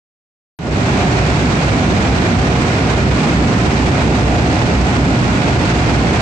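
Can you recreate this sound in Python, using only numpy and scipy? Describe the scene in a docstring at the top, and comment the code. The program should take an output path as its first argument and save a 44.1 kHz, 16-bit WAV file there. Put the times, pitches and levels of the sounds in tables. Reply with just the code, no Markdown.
"""A large grinding mill turns in a steel hall, its tumbling load rumbling through the shell.
Rock and steel balls crash on the liners (the plates inside) and make the steel ring,
while wet ore rattles and hisses on a screen to the right. Two drives hum and whine underneath,
their tones beating slowly against each other. After a short silence the sound fades in.
A fast gain control holds the total steady, so the clatter swells whenever the rumble sags."""
import sys
import numpy as np
from scipy import signal
from scipy.fft import rfft, irfft, next_fast_len
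from scipy.io import wavfile
from scipy.ndimage import uniform_filter1d, map_coordinates

SR = 44100
rng = np.random.default_rng(int(sys.argv[2]) if len(sys.argv) > 2 else 0)


def put_to_file(sound):
    """Save the sound as 16-bit audio at rate SR, in the file named by the first command-line argument."""
    columns = np.atleast_2d(sound).T  # one column per channel
    safe = np.clip(columns, -1, 1)
    whole_steps = np.round(safe * 32767)
    wavfile.write(sys.argv[1], SR, whole_steps.astype(np.int16))


N = 273861

# How alike the hall sounds on both sides (1 same, -1 opposite): pitch_hz, likeness
HALL_LIKENESS = [(100, 0.9866), (300, 0.94), (520, 0.66), (760, 0.67), (1050, 0.15), (1400, -0.16),
                 (1750, -0.5), (2000, -0.33), (2500, 0.35), (3000, -0.05), (3800, -0.11), (4400, 0.16),
                 (5000, -0.034)]
# The treble comes mostly from the right: pitch_hz, left_minus_right_db
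HALL_BALANCE = [(100, -1.7), (850, -2), (1300, -1.5), (2200, -0.92), (3100, -5), (4300, -10.5), (6000, -9),
                (8200, -9), (9400, 2.5), (11800, 0.08)]
# Tone colour of the booming shell: pitch_hz, level_db
SHELL_COLOUR = [(18, -22), (33, -22.5), (42, -22), (54, -6.5), (72, -1), (125, 2), (195, -2.5), (260, -3),
                (340, -7.5), (470, -14), (750, -18), (1500, -60), (3000, -86)]
# The shell's boom rising and falling: time_s, gain_db
BOOM_SWELLS = [(0.75, -2), (0.95, 1), (1.3, -1.5), (1.47, 2), (1.7, -2), (1.9, 5), (2.08, -3.5),
               (2.25, 1.5), (2.9, -1), (3.2, 2.43), (3.5, 3.5), (3.65, 2.5), (4.28, -3), (4.45, -1.3),
               (4.8, 0), (5.2, 1.5), (5.6, -2), (6.2, -0.5)]
# Swells and sags of the whole rumble: time_s, gain_db
RUMBLE_SWELLS = [(0.78, 0.92), (1.05, 1.2), (1.2, 0), (2.6, -0.2), (2.66, -1.62), (2.82, 0.8), (3.0, -1.5),
                 (3.08, 2), (3.24, -0.8), (3.34, 1.5), (4.02, -.8), (4.08, 0.7), (4.96, -1), (5.04, 1.43),
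                 (5.52, -0.8), (5.58, 1), (5.68, -3), (5.76, -0.7), (6.18, -0.1)]
# Tones of two drives at slightly different speeds: pitch_hz, level_db, left_minus_right_db, wander_rad
DRIVE_TONES = [(60.24, -26.8, -3, .24), (64.4, -30, -1, .5), (178.5, -38.5, 4, .6), (299.3, -38, -2, .6),
               (388, -36.5, -5, .57), (715.4, -43, 0, .55), (718.5, -37.2, 0, .6), (1028.5, -45.3, -5, .5),
               (1431, -46.5, -2, .4), (1437, -45, -4, .3)]
# Swells and sags of the deep drone: time_s, gain_db
DRONE_SWELLS = [(0.7, -2), (1.05, -3.5), (1.33, 1), (1.62, -6), (1.72, 0), (2.1, 0.2), (2.26, -4.5),
                (2.36, 2.5), (2.68, -3), (2.87, -1), (3.0, -0.5), (3.08, 3.5), (3.25, -10.5), (3.4, 5),
                (3.52, 1), (3.6, -0.2), (4.8, 0.98), (4.92, 0), (5.03, 3), (5.2, -1), (5.45, -3.5),
                (5.6, 0), (5.72, 1.5), (5.86, 3), (6.15, -2)]
# Tone colour of the struck liners: pitch_hz, level_db
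LINER_COLOUR = [(150, -20), (450, -2.5), (780, 0.5), (1080, -3.5), (1450, -4), (1800, -4), (2100, -5.5),
                (2430, -7.5), (2750, -10), (3100, -13.5), (4400, -19), (6500, -22.5), (8300, -28),
                (9600, -41), (11800, -47), (13000, -64.5)]
# Tone colour of wet ore on the screen: pitch_hz, level_db
SCREEN_COLOUR = [(500, -35), (2000, 3), (3000, 2), (4400, -2), (6500, -6.5), (8200, -12), (9000, -14),
                 (9700, -27), (13000, -46)]
# Brief surges of the clatter and steel ring: start_s, over_steady_crashing_db, ring_db
CLATTER_SURGES = [(1.0, 2.5, -9), (1.178, 2, -9), (1.63, -4, -6.5), (1.96, -0.5, -10), (2.038, -2, -2),
                  (2.255, 0.5, -4), (2.608, 0, -7), (2.668, -2, -7), (2.732, -2.5, -3), (2.892, 4.5, -4),
                  (2.968, 0, 2), (3.178, -3, 1), (3.228, 1.8, -3), (3.28, 0, -12), (3.955, -8, -1),
                  (4.008, 0, -11), (4.14, 2, -6), (4.908, -13.5, -6), (5.473, 0, -8), (5.638, -8, -9.5),
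                  (5.688, 1, -9), (5.882, 2, -8), (5.935, 0, -8)]
# Swells of the crashing, rattle and ring together: time_s, gain_db
CLATTER_SWELLS = [(0.7, -1.5), (0.77, 0.5), (1.25, 0.7), (2.8, 0.1), (3.0, -0.8), (3.07, 0.2), (3.25, 0),
                  (3.45, 0.9), (4.1, 0.1), (5.1, 0.4), (5.55, 0.15), (6.2, 0.5)]
# The opening fade: time_s, gain_db
OPENING_FADE = [(0.589, -11), (0.605, -10), (0.68, -3.5), (0.705, -4.5), (0.725, -1), (0.8, 0), (0.9, 1)]


def amp(db):
    """Turn decibels into a number to multiply by."""
    return 10 ** (np.asarray(db) / 20)


def unit(x):
    """Scale a signal to an average power of 1."""
    return x / np.sqrt(np.mean(x ** 2) + 1e-20)


def running_db(pair, samples):
    """Level of both channels together over a sliding window."""
    return 10 * np.log10(np.abs(uniform_filter1d(np.mean(pair ** 2, axis=0), samples)) + 1e-12)


def at_pitch(rows, hz):
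    """Read between (pitch_hz, value) rows, with octaves evenly spaced."""
    pitches, values = np.transpose(rows)
    return np.interp(np.log(hz + 1), np.log(pitches + 1), values)


def curve(rows):
    """Join (time_s, value) rows into one value per sample."""
    return np.interp(np.arange(N) / SR, *np.transpose(rows))


def wobble(per_s):
    """A smooth curve through per_s random points a second."""
    return map_coordinates(rng.standard_normal(int(N * per_s / SR) + 4), [np.arange(N) * per_s / SR])


def filtered(x, response):
    """Turn each frequency up or down by response(hz)."""
    size = next_fast_len(N + SR // 2)
    return irfft(rfft(x, size) * response(np.fft.rfftfreq(size, 1 / SR)), size)[..., :N]


def swell_band(x, swells, centre_hz, half_width_octaves):
    """Make one band of pitches rise and fall along (time_s, gain_db) rows."""
    band = filtered(x, lambda hz: 1 / (1 + (np.log2((hz + 1) / centre_hz) / half_width_octaves) ** 4))
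    return x + (amp(curve(swells)) - 1) * band


def in_hall(noises, colour):
    """Colour two noises and spread them left and right, as the hall scatters sound."""
    def blend(hz):
        angle = np.arccos(np.clip(at_pitch(HALL_LIKENESS, hz), -1, 1)) / 2
        return amp(at_pitch(colour, hz)) * [np.cos(angle), np.sin(angle)]
    mid, side = filtered(noises, blend)
    pair = np.array([mid + side, mid - side])
    return unit(filtered(pair, lambda hz: amp(np.outer([.5, -.5], at_pitch(HALL_BALANCE, hz)))))


def tumbling_load(base_db, lurch_db):
    """Rolling ore booms through the heavy shell, with quick random lurches on top of slower swells."""
    shell = in_hall(rng.standard_normal((2, N)), SHELL_COLOUR)
    boom = swell_band(shell, BOOM_SWELLS, centre_hz=219, half_width_octaves=0.67)
    evened = boom / amp(running_db(boom, samples=3000))
    return amp(base_db + curve(RUMBLE_SWELLS) + lurch_db * wobble(per_s=14)) * evened


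def drives(flutter_db):
    """Motors hum and gears whine, made unsteady by the many paths through the hall."""
    t, hum = np.arange(N) / SR, np.zeros((2, N))
    for hz, db, pan_db, wander_rad in DRIVE_TONES:
        tone = np.sin(2 * np.pi * hz * t + wander_rad * wobble(per_s=2.97))
        fluttering = unit(tone * amp(flutter_db * wobble(per_s=4.21)))
        hum += amp(db + np.array([[.5], [-.5]]) * pan_db) * fluttering
    return hum


def impacts(per_s, spread_db, decay_s):
    """Power of random blows, averaging 1; each dies away by 60 dB in decay_s."""
    hits = rng.random(N) < per_s / SR
    sizes = hits * amp(spread_db * np.clip(rng.standard_normal(N), -2, 2))
    kept_per_sample = np.exp(-np.log(10 ** 6) / (decay_s * SR))
    power = signal.lfilter([1], [1, -kept_per_sample], sizes ** 2)
    return power / power.mean()


def patchy_noise(depth_db):
    """Two separate noises whose colour shifts in the same random patches."""
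    spectra = signal.stft(rng.standard_normal((2, N)), nperseg=512)[2]
    patches = uniform_filter1d(rng.standard_normal(spectra.shape[1:]), size=9, axis=0)  # across pitch
    patches = uniform_filter1d(patches, size=10, axis=1)  # across time
    return unit(signal.istft(spectra * amp(depth_db * unit(patches)), nperseg=512)[1][:, :N])


def liner_crashes(base_db, wash_share):
    """Rock and balls hit the liners, each a short burst over the hall's even wash of noise."""
    blows = impacts(per_s=430, spread_db=1.5, decay_s=0.052)
    surges = clatter_surges([(s, db) for s, db, _ in CLATTER_SURGES], decay_s=0.111)
    power = wash_share + (1 - wash_share) * blows + surges
    return amp(base_db) * in_hall(np.sqrt(power) * patchy_noise(depth_db=0.04), LINER_COLOUR)


def wet_ore(base_db, pan_db):
    """Small stones and watery mud rattle on the screen as dense ticks."""
    ticks = impacts(per_s=2000, spread_db=3.5, decay_s=0.035)
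    rattle = in_hall(np.sqrt(ticks) * patchy_noise(depth_db=1.17), SCREEN_COLOUR)
    return amp(base_db + np.array([[.5], [-.5]]) * pan_db) * rattle


def steel_ring(base_db, small_blows_db, pitch_hz, width_hz, decay_s):
    """Steel rings at many close pitches: faintly under small blows, more clearly in brief surges."""
    surges = clatter_surges([(s, ring_db) for s, _, ring_db in CLATTER_SURGES], decay_s)
    power = amp(small_blows_db) ** 2 * impacts(per_s=37, spread_db=0, decay_s=decay_s) + surges
    noise = in_hall(rng.standard_normal((2, N)), LINER_COLOUR)
    ring = filtered(noise, lambda hz: 1 / (1 + ((hz - pitch_hz) / width_hz * 2) ** 2))
    return amp(base_db) * np.sqrt(power) * unit(ring)


def clatter_surges(surges, decay_s, rise_s=0.0137):
    """Power of (start_s, level_db) surges: each builds quickly, then dies away."""
    power = np.zeros(N)
    for start_s, db in surges:
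        age_s = np.maximum(np.arange(N) / SR - start_s, 0)
        faded_db = 60 * np.maximum(age_s - rise_s, 0) / decay_s
        power += amp(db - faded_db) ** 2 * np.minimum(age_s / rise_s, 1)
    return power


def scene():
    """The mill's rumble and drives, with crashing, rattle and ring on top."""
    roar = tumbling_load(base_db=-15.5, lurch_db=0.65) + drives(flutter_db=3.0)
    roar = swell_band(roar, DRONE_SWELLS, centre_hz=63, half_width_octaves=0.794)
    clatter = liner_crashes(base_db=-22.0, wash_share=0.73)
    clatter += wet_ore(base_db=-35.5, pan_db=-3.5)
    clatter += steel_ring(base_db=-35.5, small_blows_db=-9.0, pitch_hz=2397, width_hz=140, decay_s=.3)
    return roar + amp(curve(CLATTER_SWELLS)) * clatter


def gain_control(x, threshold_db, strength, boost_db):
    """Quickly take back most of every swell above the threshold."""
    over_db = np.maximum(running_db(x, samples=700) - threshold_db, 0)
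    return x * amp(boost_db - strength * uniform_filter1d(over_db, size=500))


def record(dry):
    """Hold the level steady, fade in quickly after silence and cut off the highest treble."""
    silence_s, top_hz = .589, 13200
    held = gain_control(dry, threshold_db=-16, strength=.73, boost_db=1.72)
    opening = amp(curve(OPENING_FADE)) * (np.arange(N) / SR >= silence_s)
    return filtered(held * opening, lambda hz: hz < top_hz)


dry = scene()
out = record(dry)
put_to_file(out)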